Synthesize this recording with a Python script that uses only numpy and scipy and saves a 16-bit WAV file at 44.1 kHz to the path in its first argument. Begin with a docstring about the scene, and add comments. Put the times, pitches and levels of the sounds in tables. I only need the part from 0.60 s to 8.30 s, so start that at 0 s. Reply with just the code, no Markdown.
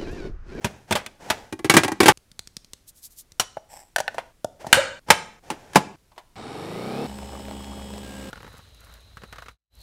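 """A lever unlocks with hard plastic clacks, then the lid of a capsule coffee machine springs open and rattles.
Fingernails tap and stroke a foil capsule, it drops into its seat, the lid is pressed shut and locked.
A button clicks, the motor spins up, then hums while coffee and creamer splash into a mug.
Contacts are noise bursts plus ringing modes; the motor is a comb of shaft orders, tones and noise;
drops are slaps and rising sine bubbles; friction is grainy noise. A quiet room lies under it all."""
import sys
import numpy as np
from scipy import signal
from scipy.fft import rfft, irfft, next_fast_len
from scipy.io import wavfile
from scipy.ndimage import map_coordinates

SR = 44100
rng = np.random.default_rng(int(sys.argv[2]) if len(sys.argv) > 2 else 0)


def to_wav(sig):
    """Store sig (one row per channel, or 1-D mono) as 16-bit WAV at the path in sys.argv[1].

    Samples outside -1..1 are clipped; the rate is SR.
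    """
    pcm = np.clip(np.atleast_2d(sig), -1, 1) * 32767
    pcm = np.round(pcm).astype(np.int16)
    wavfile.write(sys.argv[1], SR, pcm.T)  # frames by channels


N = 339570


def amp(db):
    """Decibels to gain."""
    return 10 ** (np.asarray(db) / 20)


def unit(x):
    """x at rms 1."""
    return x / np.sqrt(np.mean(x ** 2) + 1e-20)


def clock(count):
    """Sample times in seconds."""
    return np.arange(count) / SR


def along(points, hz):
    """(Hz, value) points interpolated on a log frequency axis."""
    f, v = np.transpose(points)
    return np.interp(np.log(hz + 1), np.log(f + 1), v)


def curves(rows):
    """One value per sample for each column after the time."""
    s, *cols = np.transpose(rows)
    return [np.interp(clock(N), s, c) for c in cols]


def add(track, s, x):
    """Mix x into the track from time s."""
    part = track[max(round(s * SR), 0):][:len(x)]
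    part += x[:len(part)]


def coloured(x, gain):
    """x through a causal minimum-phase filter with the given gain of frequency."""
    m = 2 * next_fast_len(len(x) // 2 + 4096)
    cepstrum = irfft(np.log(np.maximum(gain(np.fft.rfftfreq(m, 1 / SR)), 1e-6)))
    # fold onto positive time
    cepstrum[1:m // 2] *= 2
    cepstrum[m // 2 + 1:] = 0
    response = np.exp(rfft(cepstrum))
    return irfft(rfft(x, m) * response)[:len(x)]


def noise(spectrum):
    """Noise of rms 1 with the given spectrum."""
    return unit(coloured(rng.standard_normal(N), lambda hz: amp(along(spectrum, hz))))


def peaks(rows, hz):
    """Gain of a few resonances."""
    return sum(amp(db) / (1 + (2 * (hz - centre) / width) ** 2) for centre, width, db in rows)


def wobble(rate_hz):
    """A smooth random curve, rate_hz knots a second."""
    coarse = np.arange(0, N + 16, 16)
    knots = rng.standard_normal(int(N * rate_hz / SR) + 4)
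    smooth = map_coordinates(knots, [coarse * rate_hz / SR])
    return np.interp(np.arange(N), coarse, smooth)


def burst(spectrum, t60_s):
    """A short dying burst of noise, coloured by the body that it shakes."""
    t = clock(SR // 2)
    dying = rng.standard_normal(len(t)) * amp(-60 * t / t60_s)
    return coloured(dying, lambda hz: amp(along(spectrum, hz)))


# Reverberation of the room. Each row: frequency in Hz, t60 in seconds.
KITCHEN = [(100, 0.82), (550, 0.49), (2000, 0.47), (7000, .45), (14000, 0.14)]


def kitchen(x):
    """The room's answer to one short sound; the treble dies first."""
    hz, t, z = signal.stft(rng.standard_normal(SR // 2), SR, nperseg=256)
    decay = amp(-60 * t / along(KITCHEN, hz)[:, None])
    tail = signal.istft(z * decay, SR, nperseg=256)[1]
    tail = tail * (1 - np.exp(-clock(len(tail)) / 0.0027))
    return signal.fftconvolve(x, tail / np.linalg.norm(tail))[:len(x)]


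# Times at which contact, friction and hoot sounds stop dead, in seconds.
STOPS_S = [1.523, 3.725, 4.394, 4.795, 5.359]


def stopped(x, s):
    """A sound starting at s, silenced at the next stop."""
    end = min([stop for stop in STOPS_S if stop > s], default=N / SR)
    return x * (s + clock(len(x)) < end)


# Dense clatter between a part's modes. Each row: frequency in Hz, relative level in dB per Hz.
CLATTER = [(30, -11.5), (90, 1.5), (300, -1.5), (470, -4.5), (850, -3.5), (1600, -6), (3000, -7.5),
           (6000, -10), (10000, -13.5), (11500, -18), (15000, -24.5)]
# Edges between thump, body, clack and crack, in Hz.
BANDS_HZ = [450, 1200, 3500]


def contacts(hits, modes, ring_db, ring_t60_s, snap_db, snap_t60_s, lowest_hz, room_db, detune=0.0074):
    """Each contact snaps, clatters and rings the modes; four band levels set its thump, body, clack and crack."""
    track, t = np.zeros(N), clock(SR // 2)
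    edges = np.array([lowest_hz, *BANDS_HZ, SR / 2])[:, None]
    grid = np.fft.rfftfreq(len(t), 1 / SR) + 1
    bands = 1 / (1 + ((grid - edges[:-1] * edges[1:] / grid) / np.diff(edges, axis=0)) ** 6)
    lowpass = signal.butter(2, BANDS_HZ[-1], fs=SR, output="sos")
    for s, db, thump_db, clack_db, crack_db, t60_s in hits:
        # grip and point of contact shift the modes a little each time
        ring = 0
        for hz, level_db in modes:
            cycles = hz * (1 + detune * rng.normal()) * t + rng.random()
            ring = ring + amp(level_db + rng.normal(0, 2.5)) * np.sin(2 * np.pi * cycles)
        ring = ring * amp(-60 * t / ring_t60_s)
        clatter = unit(burst(CLATTER, t60_s))
        snap = unit(burst(CLATTER, snap_t60_s))
        blow = clatter + amp(snap_db) * snap + amp(ring_db) * unit(ring)
        blow = blow * (1 - np.exp(-t / 0.00072))
        low = signal.sosfiltfilt(lowpass, blow)
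        blow = low + (blow - low) * amp(-60 * t / 0.23)  # plastic damps the treble soonest
        # levels are the energy of a blow, as an rms over a hundredth of a second
        wanted = amp(db + np.array([thump_db, 0, clack_db, crack_db])) ** 2 * SR / 100
        gain = np.sqrt(wanted / np.mean(bands * np.abs(rfft(blow)) ** 2, axis=1) @ bands)
        blow = coloured(blow, lambda hz: np.interp(hz, grid, gain))
        add(track, s, stopped(blow + amp(room_db) * kitchen(blow), s))
    return track


def plastic(hits, crack_db):
    """On plastic one hardness sets both the clack and the crack above it."""
    return [(s, db, thump_db, hard_db, hard_db + crack_db, t60_s) for s, db, thump_db, hard_db, t60_s in hits]


# All plastic hits below. Each row: start in seconds, body level in dB, thump in dB over the body,
# hardness in dB over the body, clatter t60 in seconds.
# All modes below. 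Each row: nominal frequency in Hz, nominal relative level in dB.
LEVER_HITS = [(0.045, -25, 5, 1.5, 0.1), (0.309, -20.5, -0.5, -4.5, 0.15), (0.324, -28, 1, 7, 0.038),
              (0.353, -20, -11.5, -2, 0.16), (0.462, -46, 0, 11.5, 0.035), (0.701, -20, -8, 1.5, 0.091)]
LEVER_MODES = [(100, -16), (221, 5), (382, 0), (620, 1.5), (705, -6), (830, 1), (940, 3), (1500, -4),
               (2450, -6.5), (3526, -5), (7149, -15.5)]


def lever_unlocking():
    """The plastic lever knocks loose and rings its modes."""
    return contacts(plastic(LEVER_HITS, crack_db=-3.5), LEVER_MODES, ring_db=-1.5, ring_t60_s=0.07, detune=0.025,
                    snap_db=-5, snap_t60_s=0.0082, lowest_hz=50, room_db=-22)


LID_HITS = [(0.925, -36.5, 10, 1, 0.053), (0.991, -40.5, 5.5, -3, 0.049), (1.045, -29, 10, 0.5, 0.099),
            (1.097, -15.5, 0, 5.5, 0.13), (1.139, -16.5, 5, 0.5, 0.18), (1.167, -11.5, 4, 4, 0.1),
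            (1.234, -23.5, -6, 1, 0.06), (1.245, -25, 5, -0.5, 0.055), (1.28, -22.5, -6.5, -6.5, 0.054),
            (1.318, -28, 5.5, -3.5, 0.047), (1.403, -15, 5.5, 1, 0.11), (1.431, -19.5, 3.5, -0.5, 0.14),
            (1.458, -14.5, 1, 1, 0.28), (1.482, -4, -6.5, -3, 0.098)]
LID_MODES = [(190, -8.5), (275, -2.5), (325, 5), (382, 0.5), (770, -4), (880, -5.5), (1130, -9), (1604, -5),
             (1950, -5.5), (2290, -4.5), (9600, -11)]


def lid_opening():
    """The sprung lid strikes and rattles, ringing its modes."""
    return contacts(plastic(LID_HITS, crack_db=-3.5), LID_MODES, ring_db=0.5, ring_t60_s=0.088, detune=0.03,
                    snap_db=-7.5, snap_t60_s=0.014, lowest_hz=87.5, room_db=-22)


# Each row: start in seconds, body level in dB, thump, clack and crack in dB over the body, clatter t60 in seconds.
RIM_HITS = [(2.797, -23.5, -11, 2, 7, 0.096)]
RIM_MODES = [(110, -3), (754, 3.5), (1367, -3), (2982, -0.5), (5744, -7)]


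def rim_knocking():
    """The capsule's rim knocks against the holder."""
    return contacts(RIM_HITS, RIM_MODES, ring_db=-1, ring_t60_s=0.035,
                    snap_db=-7.5, snap_t60_s=0.029, lowest_hz=70, room_db=-21)


# Columns as for the rim.
CAPSULE_HITS = [(2.969, -28.5, -12.5, -17.5, -29.5, 0.046), (3.361, -23.5, -23.5, 5, -2, 0.028),
                (3.383, -27.5, -10, 1, -4.5, 0.094), (3.402, -22.5, -19, -10, -8, 0.028),
                (3.479, -29, -25, 6, -11, 0.016), (3.544, -37.5, -26, -12, -12, 0.097),
                (3.582, -24, -25, -5.5, -18.5, 0.093), (3.845, -22.5, -7.5, -36, -14, 0.012),
                (4.045, -33.5, -16, -22, -34, 0.029), (4.067, -30.5, -3, -15, -11, 0.07)]
CAPSULE_MODES = [(120, -10), (570, 2.5), (650, 8), (780, 5), (920, 0.5), (1480, -0.5), (1780, -1),
                 (2950, -17), (5900, -13.5)]


def capsule_landing():
    """The foil capsule lands on its rim or its cup, so its crack differs each time."""
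    return contacts(CAPSULE_HITS, CAPSULE_MODES, ring_db=8, ring_t60_s=0.031, detune=0.032,
                    snap_db=0, snap_t60_s=0.006, lowest_hz=79.5, room_db=-20)


SHUT_HITS = [(4.128, -15, -15, 12, 0.026), (4.141, -22, -7.5, 3.5, .12), (4.171, -32.5, 2.5, -2.5, 0.04)]
SHUT_MODES = [(215, -5.5), (900, -5), (1340, -10), (1560, -3), (4200, -16.5)]


def lid_shutting():
    """The lid slams shut; its ring is short."""
    return contacts(plastic(SHUT_HITS, crack_db=-6.5), SHUT_MODES, ring_db=-3.5, ring_t60_s=0.012,
                    snap_db=-5, snap_t60_s=0.0056, lowest_hz=31, room_db=-11.5)


LATCH_HITS = [(4.485, -32.5, 0.5, -7, 0.11), (4.503, -7, -13.5, 1, 0.089)]
LATCH_MODES = [(200, -8), (420, -11.5), (870, 4), (985, -1), (1680, -0.5), (2360, -7), (3100, -10.5)]


def latch():
    """The latch catches and rings its modes."""
    return contacts(plastic(LATCH_HITS, crack_db=-4.5), LATCH_MODES, ring_db=-4.5, ring_t60_s=0.042,
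                    snap_db=-4, snap_t60_s=0.04, lowest_hz=55, room_db=-18)


LOCK_HITS = [(4.902, -25, -3.5, -5, 0.11), (5.133, -47.5, -10, 4, 0.056), (5.148, -38, 0, 1, 0.09),
             (5.157, -6.5, -3, -6.5, 0.096)]


def lever_locking():
    """The lever swings home and locks, ringing the latch's modes."""
    return contacts(plastic(LOCK_HITS, crack_db=-3), LATCH_MODES, ring_db=-2, ring_t60_s=0.042,
                    snap_db=-5, snap_t60_s=0.018, lowest_hz=135, room_db=-20.5)


def buzz(turn, gain, count):
    """The same rough spots pass once a turn: every shaft order up to count, coloured by gain, at rms 1."""
    one_turn = irfft(np.r_[0, np.exp(2j * np.pi * rng.random(count))], 8192)
    place = np.arange(len(one_turn)) / len(one_turn)
    passing = np.interp(turn / (2 * np.pi) % 1, place, one_turn)
    return unit(coloured(passing, gain))


MOTOR_ON_S, BREW_ON_S = 5.757, 6.465
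# Nominal shaft speed. Each row: time in seconds, turns per second.
SPIN = [(5.757, 15.05), (6.0, 23.7), (6.183, 28.95), (6.465, 37.8)]
# Gear tones. Each row: shaft order, nominal relative level in dB.
SPIN_ORDERS = [(4, -19), (6, -14.5), (7, -15.5), (13, -12.5), (48, -22.5), (72, -24), (96, -28), (120, -28),
               (144, -29)]
# Rush and whir. Each row: frequency in Hz, relative level in dB per Hz.
SPIN_COLOUR = [(24, -45), (101, -7.5), (224, -2), (449, 0), (577, -5), (778, -3.5), (1130, -11.5),
               (1730, -18), (5400, -24), (6320, -33), (7910, -27), (15500, -39.5)]
# Housing resonances. Each row: frequency in Hz, width in Hz, relative level in dB.
HOUSING = [(445, 60, 6), (789, 78, 1), (1242, 100, -3), (2230, 160, -9.5), (3000, 130, -15),
           (3740, 240, -11.5), (4290, 170, -14.5), (5530, 250, -19)]
SPIN_DB, SPIN_DB_PER_DOUBLING = -32, 6
SPIN_REFERENCE_HZ = 26.5


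def spin_up(rush_db=-13, buzz_db=-3.5, waver_rad=1.1, swell_db_per_hz=0.38, pulsing=0.24, rattle_db=-8):
    """The motor whirls the capsule faster: rough spots shake the housing each turn, a comb climbs, gears sing."""
    t = clock(N)
    speed_hz, = curves(SPIN)
    turn = 2 * np.pi * np.cumsum(speed_hz * (1 + 0.003 * wobble(60))) / SR
    tones = 0
    for order, level_db in SPIN_ORDERS:
        level = amp(level_db + 2.1 * wobble(25))
        waver = waver_rad * np.sqrt(order / SPIN_ORDERS[-1][0]) * wobble(200)
        tones = tones + level * np.sqrt(2) * np.sin(order * turn + waver)
    rattle = buzz(turn, lambda hz: peaks(HOUSING, hz), count=400)
    whir = buzz(turn, lambda hz: amp(along(SPIN_COLOUR, hz)), count=560)
    pulse = 1 + pulsing * np.sin(4 * turn)
    rough = amp(rush_db) * noise(SPIN_COLOUR) + amp(rattle_db) * rattle + amp(buzz_db) * whir
    motor = rough * pulse + tones
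    # imbalance shakes the housing harder with speed, so the low end swells most
    low = signal.sosfiltfilt(signal.butter(2, 700, fs=SR, output="sos"), motor)
    motor = motor + low * (amp(swell_db_per_hz * (speed_hz - SPIN_REFERENCE_HZ)) - 1)
    db = SPIN_DB + SPIN_DB_PER_DOUBLING * np.log2(speed_hz / SPIN_REFERENCE_HZ)
    return amp(db) * motor * ((t > MOTOR_ON_S) & (t < BREW_ON_S))


# Two stretches. Each row: start in seconds, nominal turns per second, then gains in dB of the rush,
# the bearing hiss, the lower gear tone and the upper gear tone at the top of its swell.
BREW = [(6.465, 68.5, -46, -55.5, -63, -54.5), (7.43, 66.9, -43.5, -56.5, -52.5, -75)]
# Singing shaft orders. Each row: order, nominal rms level in dB in the first stretch, in the second.
BREW_ORDERS = [(1, -44, -46.5), (2.66, -56, -59), (3, -46.5, -50.5), (3.98, -53, -58), (6, -55, -57.5),
               (7.18, -64, -71), (7.97, -53.5, -50.5), (11.77, -54.5, -62), (13.33, -57, -68),
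               (25, -80, -61), (41.3, -76, -64), (43.7, -59.5, -60), (76.3, -63, -76), (103, -67, -67),
               (118, -66, -70)]
# Mains hum. Each row: frequency in Hz, rms level in dB.
MAINS = [(60, -53.5), (120, -52.5)]
# Rush and whir. Each row: frequency in Hz, relative level in dB per Hz.
BREW_COLOUR = [(30, -32), (70, -15), (160, -16.5), (202, -1), (240, -7), (410, -8), (800, -14), (1640, -23),
               (3300, -21.5), (6160, -29.5), (8110, -28), (15500, -35.5)]
# Bearing hiss. Each row: frequency in Hz, width in Hz, relative level in dB.
BEARING = [(3100, 360, -12), (5157, 330, -1.5), (8000, 320, 5)]
GEAR_PEAK_S, GEAR_RISE_DB_PER_S = 7.02, 28  # the upper gear tone swells until this time


def brewing(flutter=0.37, rush_flutter=0.36, buzz_db=-2):
    """The steady spin hums, buzzes and beats against the mains; gears sing and the bearing hisses in pulses."""
    t = clock(N)
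    stretch = (t >= BREW[1][0]).astype(int)
    speed_hz, rush_db, hiss_db, lower_db, upper_db = np.array(BREW)[stretch, 1:].T
    upper_db = upper_db - GEAR_RISE_DB_PER_S * np.maximum(GEAR_PEAK_S - t, 0)
    turn = 2 * np.pi * np.cumsum(speed_hz * (1 + 0.0006 * wobble(15))) / SR
    hum = 0
    for order, *dbs in BREW_ORDERS:
        level = amp(np.take(dbs, stretch) + 1.5 * wobble(9))
        hum = hum + level * np.sin(order * turn + 2 * np.pi * rng.random())
    mains = sum(amp(db) * np.sin(2 * np.pi * hz * t) for hz, db in MAINS)
    mesh = 24 * turn + 0.4 * wobble(90)
    gears = amp(lower_db) * np.sin(mesh) * (1 + flutter * np.sin(turn)) + amp(upper_db) * np.sin(2 * mesh)
    hiss = unit(coloured(rng.standard_normal(N), lambda hz: peaks(BEARING, hz)))
    hiss = hiss * (1 + flutter * np.sin(2 * turn))
    whir = buzz(turn, lambda hz: amp(along(BREW_COLOUR, hz)), count=130)
    rush = (noise(BREW_COLOUR) + amp(buzz_db) * whir) * (1 + rush_flutter * np.sin(turn))
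    tones = np.sqrt(2) * (hum + mains + gears)
    return (tones + amp(hiss_db) * hiss + amp(rush_db) * rush) * (t >= BREW_ON_S)


def ticks(rows, spectrum, t60_s, room_db):
    """Light clicks of one colour, each set by its peak before the room's answer."""
    track = np.zeros(N)
    for s, db in rows:
        click = burst(spectrum, t60_s)
        click = amp(db) * click / np.abs(click).max()
        add(track, s, click + amp(room_db) * kitchen(click))
    return track


# Each row: start in seconds, level in dB before the bubble and splash gains, starting bubble pitch in Hz.
DRIPS = [(6.495, -30, 655), (6.525, -35, 810), (6.587, -28, 895), (6.63, -31.5, 651), (6.693, -31, 800),
         (6.733, -34, 650), (6.765, -39, 800), (6.795, -31, 625), (6.884, -27, 644), (6.911, -27, 630),
         (6.968, -33, 715), (7.037, -31, 860), (7.176, -34, 650), (7.305, -31, 930), (7.337, -30, 556),
         (7.38, -29, 557)]
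# Bursting froth bubbles. Each row: start in seconds, dry peak in dB.
FROTH = [(6.854, -28), (7.045, -26), (7.222, -29.5), (7.339, -28), (7.382, -28)]


def pouring(bubble_db=-2, t60_s=0.027, rise_per_s=3, splash_db=-2, small_db=-39, count=30):
    """Drops slap the coffee and trap bubbles whose pitch rises; froth bursts with tiny ticks."""
    track, t = np.zeros(N), clock(SR // 10)
    first_s, last_s = DRIPS[0][0], DRIPS[-1][0]
    # smaller drops fall at random between the big ones
    small = [(first_s + when * (last_s - first_s), small_db + 6 * size, 550 * 2.2 ** pitch)
             for when, size, pitch in rng.random((count, 3))]
    drops = [*DRIPS, *small]
    for s, db, hz in drops:
        bubble = np.sin(2 * np.pi * hz * t * (1 + rise_per_s * t / 2)) * amp(-60 * t / t60_s)
        add(track, s, amp(db + bubble_db) * bubble)
    slap_colour = [(200, -16), (600, 4.5), (900, 15), (1400, 1), (3000, -5.5), (12000, -19)]  # (Hz, dB per Hz)
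    froth_colour = [(500, -11), (2500, 9), (5000, -3), (14000, -13)]  # (Hz, dB per Hz)
    slaps = ticks([row[:2] for row in drops], slap_colour, t60_s=0.008, room_db=-20)
    froth = ticks(FROTH, froth_colour, t60_s=0.0025, room_db=-21)
    return track + amp(splash_db) * slaps + froth


# Each row: start in seconds, dry peak in dB.
NAILS = [(1.5738, -29), (1.716, -35), (1.7925, -17.5), (1.8736, -26), (1.9677, -18.5), (2.0458, -32.5),
         (2.134, -23.5), (2.7199, -35)]
# Each row: frequency in Hz, relative level in dB per Hz.
NAIL_COLOUR = [(35, -32), (60, -1.5), (183, -4.5), (829, -25.5), (3580, -14), (4520, -9.5), (8090, -14.5),
               (15500, -31.5)]


def fingernails():
    """Fingernails tap the capsule: short coloured clicks."""
    return ticks(NAILS, NAIL_COLOUR, t60_s=0.014, room_db=-20)


# Each row: start in seconds, dry peak in dB.
BUTTON = [(5.517, -47.5), (5.562, -48), (5.579, -29)]
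# Each row: frequency in Hz, relative level in dB per Hz.
BUTTON_COLOUR = [(100, -38.5), (650, -7), (990, -2.5), (1300, -16), (3700, -22.5), (15000, -40)]


def button():
    """The finger settles on the button and presses it: duller, longer clicks."""
    return ticks(BUTTON, BUTTON_COLOUR, t60_s=0.083, room_db=-18)


def seal(start_s=4.169, length_s=0.031, from_hz=485, to_hz=595, db=-14, room_db=-10):
    """The closing lid squeezes air past the capsule: a hollow hoot bends upward, strongest just before it ends."""
    t, track = clock(SR // 2), np.zeros(N)
    pitch_hz = np.interp(t, [0, length_s], [from_hz, to_hz])
    swell = np.interp(t / length_s, [0, 0.1, 0.85, 1.1], [0, 0.6, 1, 0])
    hoot = amp(db) * swell * np.sin(2 * np.pi * np.cumsum(pitch_hz) / SR)
    add(track, start_s, stopped(hoot + amp(room_db) * kitchen(hoot), start_s))
    return track


SLIDE_ATTACK_S, SLIDE_SWELL_DB = 0.022, 10.5


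def sliding(rows, spectrum, fall_db_per_s, grain_db):
    """Grainy friction that swells while the part is pushed and dies away once it catches."""
    t, level = clock(N), np.zeros(N)
    for start_s, catch_s, db in rows:
        length_s = max(catch_s - start_s, SLIDE_ATTACK_S)
        shape_db = np.minimum(SLIDE_SWELL_DB * (t / length_s - 1), fall_db_per_s * (length_s - t))
        push = amp(db + shape_db) * np.minimum(t / SLIDE_ATTACK_S, 1)
        add(level, start_s, stopped(push, start_s))
    return level * unit(noise(spectrum) * amp(grain_db * wobble(450)))


# Each row: start in seconds, catch in seconds, level at the catch in dB.
SLIDES = [(0.0, 0.06, -41.5), (0.27, 0.33, -41), (0.59, 0.72, -37.5), (3.37, 3.57, -49.5),
          (3.99, 4.12, -42), (4.46, 4.5, -39), (4.82, 4.92, -44.5), (4.98, 5.16, -49.5)]
# Each row: frequency in Hz, relative level in dB per Hz.
SLIDE_COLOUR = [(30, -26), (70, -0.5), (486, -3), (849, -1.5), (1150, -14), (1590, -10), (4120, -21),
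                (5840, -19.5), (7540, -23), (15500, -37)]


def parts_sliding():
    """Plastic slides on plastic, pressed ever harder until it catches."""
    return sliding(SLIDES, SLIDE_COLOUR, fall_db_per_s=101.5, grain_db=1)


# One row: start in seconds, catch in seconds, level at the catch in dB.
SCRAPE = (3.085, 3.174, -43)
# Each row: frequency in Hz, relative level in dB per Hz.
SCRAPE_COLOUR = [(400, -13.5), (830, 6.5), (1200, -19), (1800, -9.5), (4400, -21), (5400, -6), (6700, -22),
                 (7700, -2), (10000, -20), (13000, -17), (15000, -24)]


def rim_scraping():
    """The capsule's rim scrapes into its seat with a coarser grain."""
    return sliding([SCRAPE], SCRAPE_COLOUR, fall_db_per_s=194, grain_db=3.5)


# Each row: middle in seconds, level in dB, half length in seconds.
STROKES = [(2.29, -44.5, 0.01), (2.381, -53.5, 0.018), (2.451, -40.5, 0.014), (2.523, -54.5, 0.017),
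           (2.594, -42, 0.015)]
# Each row: frequency in Hz, relative level in dB per Hz.
FOIL = [(800, -42), (2800, -17), (4200, -7), (7400, -3), (13000, -3), (15500, -10.5)]


def foil_strokes(grain_db=2):
    """Fingers whisper over the foil: bell-shaped swells of grainy noise."""
    t = clock(N)
    strokes = sum(amp(db) * np.exp(-0.5 * ((t - s) / half_s) ** 2) for s, db, half_s in STROKES)
    return strokes * unit(noise(FOIL) * amp(grain_db * wobble(730)))


def creak(start_s=3.992, length_s=0.045, from_hz=300, to_hz=750, db=-44):
    """The hinge slips faster and faster as the lid comes down: a speeding train of pulses."""
    t, track = clock(round(length_s * SR)), np.zeros(N)
    rate_hz = np.interp(t, [0, length_s], [from_hz, to_hz])
    slips = np.diff(np.floor(np.cumsum(rate_hz) / SR), prepend=0)
    rasp = unit(coloured(slips, lambda hz: amp(along(SLIDE_COLOUR, hz))))
    add(track, start_s, amp(db) * rasp * np.sin(np.pi * t / length_s))
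    return track


# Each row: frequency in Hz, relative level in dB per Hz.
QUIET = [(12, -26), (22, -11.5), (225, -30.5), (958, -40.5), (10000, -46.5), (15500, -52.5)]


def quiet_room():
    """Steady, mostly low noise of the room."""
    return amp(-61) * noise(QUIET)


def scene():
    """The machine's parts, the motor, the mug and the hands over a quiet room."""
    opening = lever_unlocking() + lid_opening()
    loading = rim_knocking() + capsule_landing()
    closing = lid_shutting() + latch() + lever_locking() + seal() + creak()
    motor = spin_up() + brewing()
    hands = fingernails() + button() + foil_strokes()
    friction = parts_sliding() + rim_scraping()
    return (opening + loading + closing + motor + pouring() + hands + friction + quiet_room())[None]


def record(dry, top_hz=15800):
    """The loudest blows overload the microphone; a lowpass removes what lies above the band limit."""
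    clipped = np.clip(dry, -1, 1)
    lowpass = signal.firwin(161, top_hz, fs=SR)
    return signal.fftconvolve(clipped, lowpass[None], "same", axes=1)


dry = scene()
out = record(dry)
to_wav(out)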